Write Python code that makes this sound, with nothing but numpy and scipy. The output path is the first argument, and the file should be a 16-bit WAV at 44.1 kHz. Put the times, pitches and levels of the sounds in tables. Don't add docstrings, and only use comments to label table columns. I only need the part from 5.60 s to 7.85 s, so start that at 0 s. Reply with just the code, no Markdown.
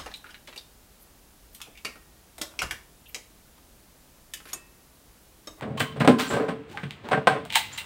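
import sys
import numpy as np
from scipy import signal
from scipy.fft import rfft, irfft
from scipy.io import wavfile
from scipy.ndimage import uniform_filter1d

SR = 44100
rng = np.random.default_rng(int(sys.argv[2]) if len(sys.argv) > 2 else 0)


def inscribe(sig):
    pcm = np.round(np.clip(np.atleast_2d(sig).T, -1, 1) * 32767)
    wavfile.write(sys.argv[1], SR, pcm.astype(np.int16))


N = 99225
SIZE = 32768

KNOCK_HZ = [140, 260, 750, 2000, 9000]
# (time [s], rattle length [s], then level [dB] at each of KNOCK_HZ)
KNOCKS = [(0.022, 0.027, 19, 19, 11, 3.5, -21.5), (0.04, 0.25, 25.5, 20, 12, -12, -28),
          (0.2034, 0.016, 24, 21, 16.5, 18.5, -17), (.361, 0.029, 24, 10.5, 8, -5, -21),
          (0.4056, 0.02, 32, 27, 21.5, 16.5, -6), (0.4476, 0.012, 26.5, 17.5, 24, 8, -7),
          (0.476, 0.0053, 30.5, 34.5, 29, 19.5, 7), (.479, 0.028, 34.5, 41.5, 29.5, 16.5, 0),
          (.737, 0.019, 30, 22, 17.5, 3, -5), (0.766, 0.016, 2, 16, 19.5, 4.5, -10.5),
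          (.781, 0.12, 13.5, 24.5, 19, 6, -29), (.884, 0.027, 20.5, 18.5, 17, 6, -12),
          (1.1734, 0.0062, -24, -18, 2, 9.5, -20.5), (1.233, 0.014, 21.5, 15.5, -1.5, 6, -21.5),
          (1.513, 0.035, 14, 23.5, 24, 14.5, -5.5), (1.531, 0.013, 22, 22, 24, 17, -23),
          (1.574, 0.014, 27.5, 18, 20, 2, -24), (1.6713, 0.011, 19, 21, 30.5, 21.5, 1.5),
          (1.6768, 0.0055, 21, 20.5, 31, 16.5, -0.5), (1.700, 0.075, 24.5, 17.5, 15.5, 8, -12.5),
          (1.735, 0.071, -24, 15.5, 14.5, 4, -25), (1.858, 0.005, -14, -13, 6, -13, -22)]
CLICK_HZ = [900, 3000, 9000]
# (time [s], rattle length [s], then level [dB] at each of CLICK_HZ)
CLICKS = [(.399, 0.019, -2, 1, -11.5), (1.898, 0.024, -14.5, 1.3, -21), (1.9237, 0.0087, 2, 6.2, -7.5),
          (1.932, 0.0085, -9, 3.1, -12), (1.9412, 0.0044, -13, 9.8, -13), (1.949, 0.013, 9, 12, -6),
          (1.9555, 0.0055, 12, 18.3, 10.5), (1.9572, 0.0038, 24.5, 17.1, 8.5),
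          (2.1765, 0.017, -24, 3.1, -2.5), (2.181, 0.0033, -2, 7.7, -24.5)]
# (time [s], rattle length [s], then level [dB] at each of CLICK_HZ)
CLINKS = [(.174, 0.018, -1, 0, -12.5), (.197, 0.012, -10, 3, -2), (.204, 0.0044, 1, 9.5, -1)]
# (time [s], then level [dB] at each of CLICK_HZ)
TICKS = [(.010, 9, -9.5, -20), (1.3079, -6, 3.5, -18.5), (1.488, 14, -5, -17), (1.852, -17, -9, -16),
         (1.903, -6, 6.5, -18.5)]
SCRAPE_HZ = [300, 1000, 3000, 9000]
# (start [s], rise [s], 20 dB fall
# [s], then level [dB] at each of SCRAPE_HZ)
SCRAPES = [(0.582, 0.013, 0.11, 11, 17, 13.5, 4), (.699, 0.009, 0.15, 22, 18, 5, -6.5),
           (1.076, 0.041, 0.31, 11, -10, -7, -16.5), (1.432, 0.018, 0.24, 14.5, 3.5, -5.5, -25),
           (2.104, 0.017, 0.42, -26, 5, 0, -11)]
# (start [s], length [s], first pitch [Hz], last pitch [Hz], relative level [dB])
SQUEAKS = [(0.665, 0.074, 7420, 7940, -45), (1.125, 0.067, 845, 852, -49),
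           (2.126, 0.014, 7200, 7270, -46.5)]
# (frequency [Hz], relative level [dB], t60 [s])
CASE_MODES = [(231, -6, .22), (143, -12, .3), (564, -2, .3), (634, -8, .3), (752, -3, .2), (1022, -4, .35),
              (1062, -6, .3), (1227, -8, .3), (1434, -9, .25), (1562, -4, .28)]
# (frequency [Hz], relative level [dB], t60 [s])
TOOL_MODES = [(900, -4.5, 0.16), (2050, -7, 0.3), (2370, -30, 0.16), (2770, -12, 0.21), (3930, -10, 0.06),
              (4030, -25, 0.28)]
# (frequency [Hz], relative level [dB], t60 [s])
CLINK_MODES = [(1080, 18, .2), (1180, 3, .1), (3052, 1.5, 0.05)]
# (frequency [Hz], relative level [dB], t60 [s])
CAVITY_MODES = [(443.5, 0.99, 0.67)]
# (time [s], level [dB])
CAVITY_DRIVE = [(.68, -2.5), (.78, 11), (1.1, -0.5)]
# (frequency [Hz], relative level [dB])
CASE_COLOUR = [(35, -35), (75, -24), (125, -3), (285, -2.5), (340, -11), (420, -5), (720, -5.5),
               (900, -8.5), (1600, -4.5), (3400, -4), (5600, -12.5), (7000, -14), (8500, -2), (11800, -25),
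               (15000, -18)]
# (frequency [Hz], relative level [dB])
TOOL_COLOUR = [(100, -60), (500, -29), (850, -2), (1300, -13.5), (2000, -3), (3900, -3.5), (5600, -12),
               (8500, -2.5), (11800, -15.5), (15000, -8)]
# (frequency [Hz], relative level [dB])
SCRAPE_COLOUR = [(40, -28), (200, -4), (600, -5.5), (3800, -1), (5800, -6.5), (8500, -4), (11800, -13),
                 (15000, -8.5)]
# (frequency [Hz], t60 [s])
ROOM_T60 = [(120, 0.98), (600, 0.25), (4000, 0.52), (9000, 0.33), (15000, 0.41)]
# (frequency [Hz], relative level [dB])
AIR = [(25, -61), (55, -3.5), (100, 2.5), (420, -11), (1000, -12.5), (3000, -18.5), (5500, -37.5),
       (8500, -38), (12000, -51), (16000, -41)]

SWELL_SHARE, CLUMP_DB, TICK_LENGTH_S = 0.164, 5, 0.023
CASE_TICK_DB, TOOL_TICK_DB = -3.5, -9.5
BASS_SLOWNESS, BASS_HZ = 1.93, 295
TICK_RATTLE_S = 0.0023
SLIPS_PER_S, SLIP_SPREAD_DB = 2500, 3.5
SQUEAK_WAVER = 0.035
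CASE_RING_DB, TOOL_RING_DB = -17, -13.5
DAMPED_DB, DAMPED_T60_S = -19, 0.036
CASE_WANDER = 0.013
EARLY_PANEL_DB = -1.5
RING_STOP_S, RING_STOP_T60_S = 1.865, 0.031
EARLY_T60_S, ROOM_DELAY_S, ROOM_RISE_S, EARLY_DB = 0.16, 0.0043, 0.0017, 5.5
CASE_WET_DB, TOOL_WET_DB, SCRAPE_WET_DB, SQUEAK_WET_DB, TICK_WET_DB = -10.5, -7, -15, -6.5, -10
AIR_DB = -50
KNEE, CEILING = .6, .9
EDGE_HZ = 15800


def amp(db):
    return 10 ** (np.asarray(db) / 20)


def unit(x):
    return x / np.sqrt(np.sum(x ** 2) + 1e-20)


def read(points, hz):
    f, value = np.transpose(points)
    return np.interp(np.log(hz + 1), np.log(f + 1), value)


def fade(t, t60):
    return amp(-60 * t / np.maximum(t60, 1e-4))


def add(mix, s, sound):
    part = mix[max(round(s * SR), 0):][:len(sound)]
    part += sound[:len(part)]


def coloured(x, *tables):
    hz = np.fft.rfftfreq(SIZE, 1 / SR)
    spectrum = rfft(x, SIZE)
    own = np.sqrt(np.abs(uniform_filter1d(abs(spectrum) ** 2, size=150)) + 1e-12)
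    log_gain = np.log(amp(sum(read(p, hz) for p in tables)) / own)
    circle = np.concatenate([log_gain, log_gain[-2:0:-1]])
    response = np.exp(np.conj(signal.hilbert(circle)))[:len(hz)]
    return irfft(spectrum * response)


def blow(length, tick_db, slowness=1):
    t = np.arange(SIZE) / SR
    clumps = uniform_filter1d(rng.standard_normal(SIZE), size=70)
    noise = rng.standard_normal(SIZE) * amp(CLUMP_DB * np.tanh(clumps / clumps.std()))
    noise *= np.minimum(t / (SWELL_SHARE * length), 1)
    bass = signal.sosfilt(signal.butter(2, BASS_HZ, fs=SR, output="sos"), noise)
    decay = amp(-20 * t / length)
    slow_decay = amp(-20 * t / (length * slowness))
    body = unit(noise * decay + bass * (slow_decay - decay))
    body[0] += amp(tick_db) * np.exp(-length / TICK_LENGTH_S)
    return body


def ringing(x, modes, ring_db, wander=0):
    out = np.zeros(N)
    for hz, db, t60 in modes:
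        slow_noise = uniform_filter1d(rng.standard_normal((2, N)), size=700)
        drift, grip = uniform_filter1d(slow_noise, size=300)
        uneven = 1 + np.tanh(grip / grip.std()) / 2
        pitch = hz * (1 + wander * drift / drift.std())
        turn = np.exp(2j * np.pi * np.cumsum(pitch) / SR)
        for part_db, part_t60 in (ring_db, t60), (DAMPED_DB, DAMPED_T60_S):
            r = fade(1 / SR, part_t60)
            level = amp(db + part_db) * np.sqrt(hz / 1000 * (1 - r * r) / 2)
            mode = (turn * signal.lfilter([1], [1, -r], x / turn)).real
            out += uneven * level * mode
    return out


def room(x, wet_db):
    t = np.arange(SIZE) / SR
    hz, when, z = signal.stft(rng.choice([-1., 1.], SIZE), SR, nperseg=256)
    t60 = read(ROOM_T60, hz)[:, None]
    late = signal.istft(z * fade(when, t60) / np.sqrt(t60), SR, nperseg=256)[1][:SIZE]
    early = rng.choice([-1., 1.], SIZE) * fade(t, EARLY_T60_S)
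    onset = np.clip((t - ROOM_DELAY_S) / ROOM_RISE_S, 0, 1)
    tail = unit(late * onset) + amp(EARLY_DB) * unit(early * onset)
    return x + amp(wet_db) * signal.fftconvolve(x, tail)[:len(x)]


def case():
    out = np.zeros(N)
    for s, length, *levels in KNOCKS:
        burst = blow(length, CASE_TICK_DB, BASS_SLOWNESS)
        hit = coloured(burst, CASE_COLOUR, list(zip(KNOCK_HZ, levels)))
        add(out, s, room(hit, CASE_WET_DB))
    return out


def scrapes():
    out, t = np.zeros(N), np.arange(SIZE) / SR
    for s, rise, fall, *levels in SCRAPES:
        slips = (rng.random(SIZE) < SLIPS_PER_S / SR) * rng.choice([-1., 1.], SIZE)
        slips *= amp(SLIP_SPREAD_DB * np.minimum(rng.exponential(1, SIZE), 3))
        stroke = np.minimum(t / rise, 1) * amp(-20 * np.maximum(t - rise, 0) / fall)
        scrape = coloured(slips * stroke, SCRAPE_COLOUR, list(zip(SCRAPE_HZ, levels)))
        add(out, s, room(scrape, SCRAPE_WET_DB))
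    return out


def hollow_case(x):
    t = np.arange(N) / SR
    before_scrape = t < SCRAPES[0][0]
    panels = ringing(x * amp(EARLY_PANEL_DB * before_scrape), CASE_MODES, CASE_RING_DB, CASE_WANDER)
    lid_push = amp(np.interp(t, *np.transpose(CAVITY_DRIVE)))
    cavity = ringing(x * lid_push, CAVITY_MODES, CASE_RING_DB)
    return x + (panels + cavity) * fade(np.maximum(t - RING_STOP_S, 0), RING_STOP_T60_S)


def steel(hits, modes):
    out = np.zeros(N)
    for s, length, *levels in hits:
        hit = coloured(blow(length, TOOL_TICK_DB), TOOL_COLOUR, list(zip(CLICK_HZ, levels)))
        add(out, s, room(hit, TOOL_WET_DB))
    return out + ringing(out, modes, TOOL_RING_DB)


def ticks():
    out = np.zeros(N)
    for s, *levels in TICKS:
        burst = blow(TICK_RATTLE_S, TOOL_TICK_DB)
        tick = coloured(burst, TOOL_COLOUR, list(zip(CLICK_HZ, levels)))
        add(out, s, room(tick, TICK_WET_DB))
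    return out


def squeaks():
    out = np.zeros(N)
    for s, length, first_hz, last_hz, db in SQUEAKS:
        u = np.linspace(0, 1, int(length * SR))
        noise = rng.standard_normal((2, SIZE))
        waver, grip = uniform_filter1d(noise, size=int(10 * SR / first_hz))[:, :len(u)]
        glide = first_hz + (last_hz - first_hz) * u
        hz = glide * (1 + SQUEAK_WAVER * waver / waver.std())
        chatter = np.sin(np.pi * u) * abs(grip) / grip.std()
        add(out, s, 2 * amp(db) * chatter * np.sin(2 * np.pi * np.cumsum(hz) / SR))
    return room(out, SQUEAK_WET_DB)


def air():
    shape = amp(read(AIR, np.fft.rfftfreq(N, 1 / SR)))
    noise = irfft(rfft(rng.standard_normal(N)) * shape, N)
    return amp(AIR_DB) * np.sqrt(N) * unit(noise)


def scene():
    lid = hollow_case(case() + scrapes())
    riveter = steel(CLICKS, TOOL_MODES)
    rivet = steel(CLINKS, CLINK_MODES)
    return (lid + riveter + rivet + ticks() + squeaks() + air())[None]


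def record(dry):
    span = CEILING - KNEE
    over = np.maximum(abs(dry) - KNEE, 0)
    soft = np.clip(dry, -KNEE, KNEE) + np.sign(dry) * span * np.tanh(over / span)
    lowpass = signal.firwin(511, EDGE_HZ, window=("kaiser", 9), fs=SR)
    return signal.oaconvolve(soft, lowpass[None], "same")


dry = scene()
out = record(dry)
inscribe(out)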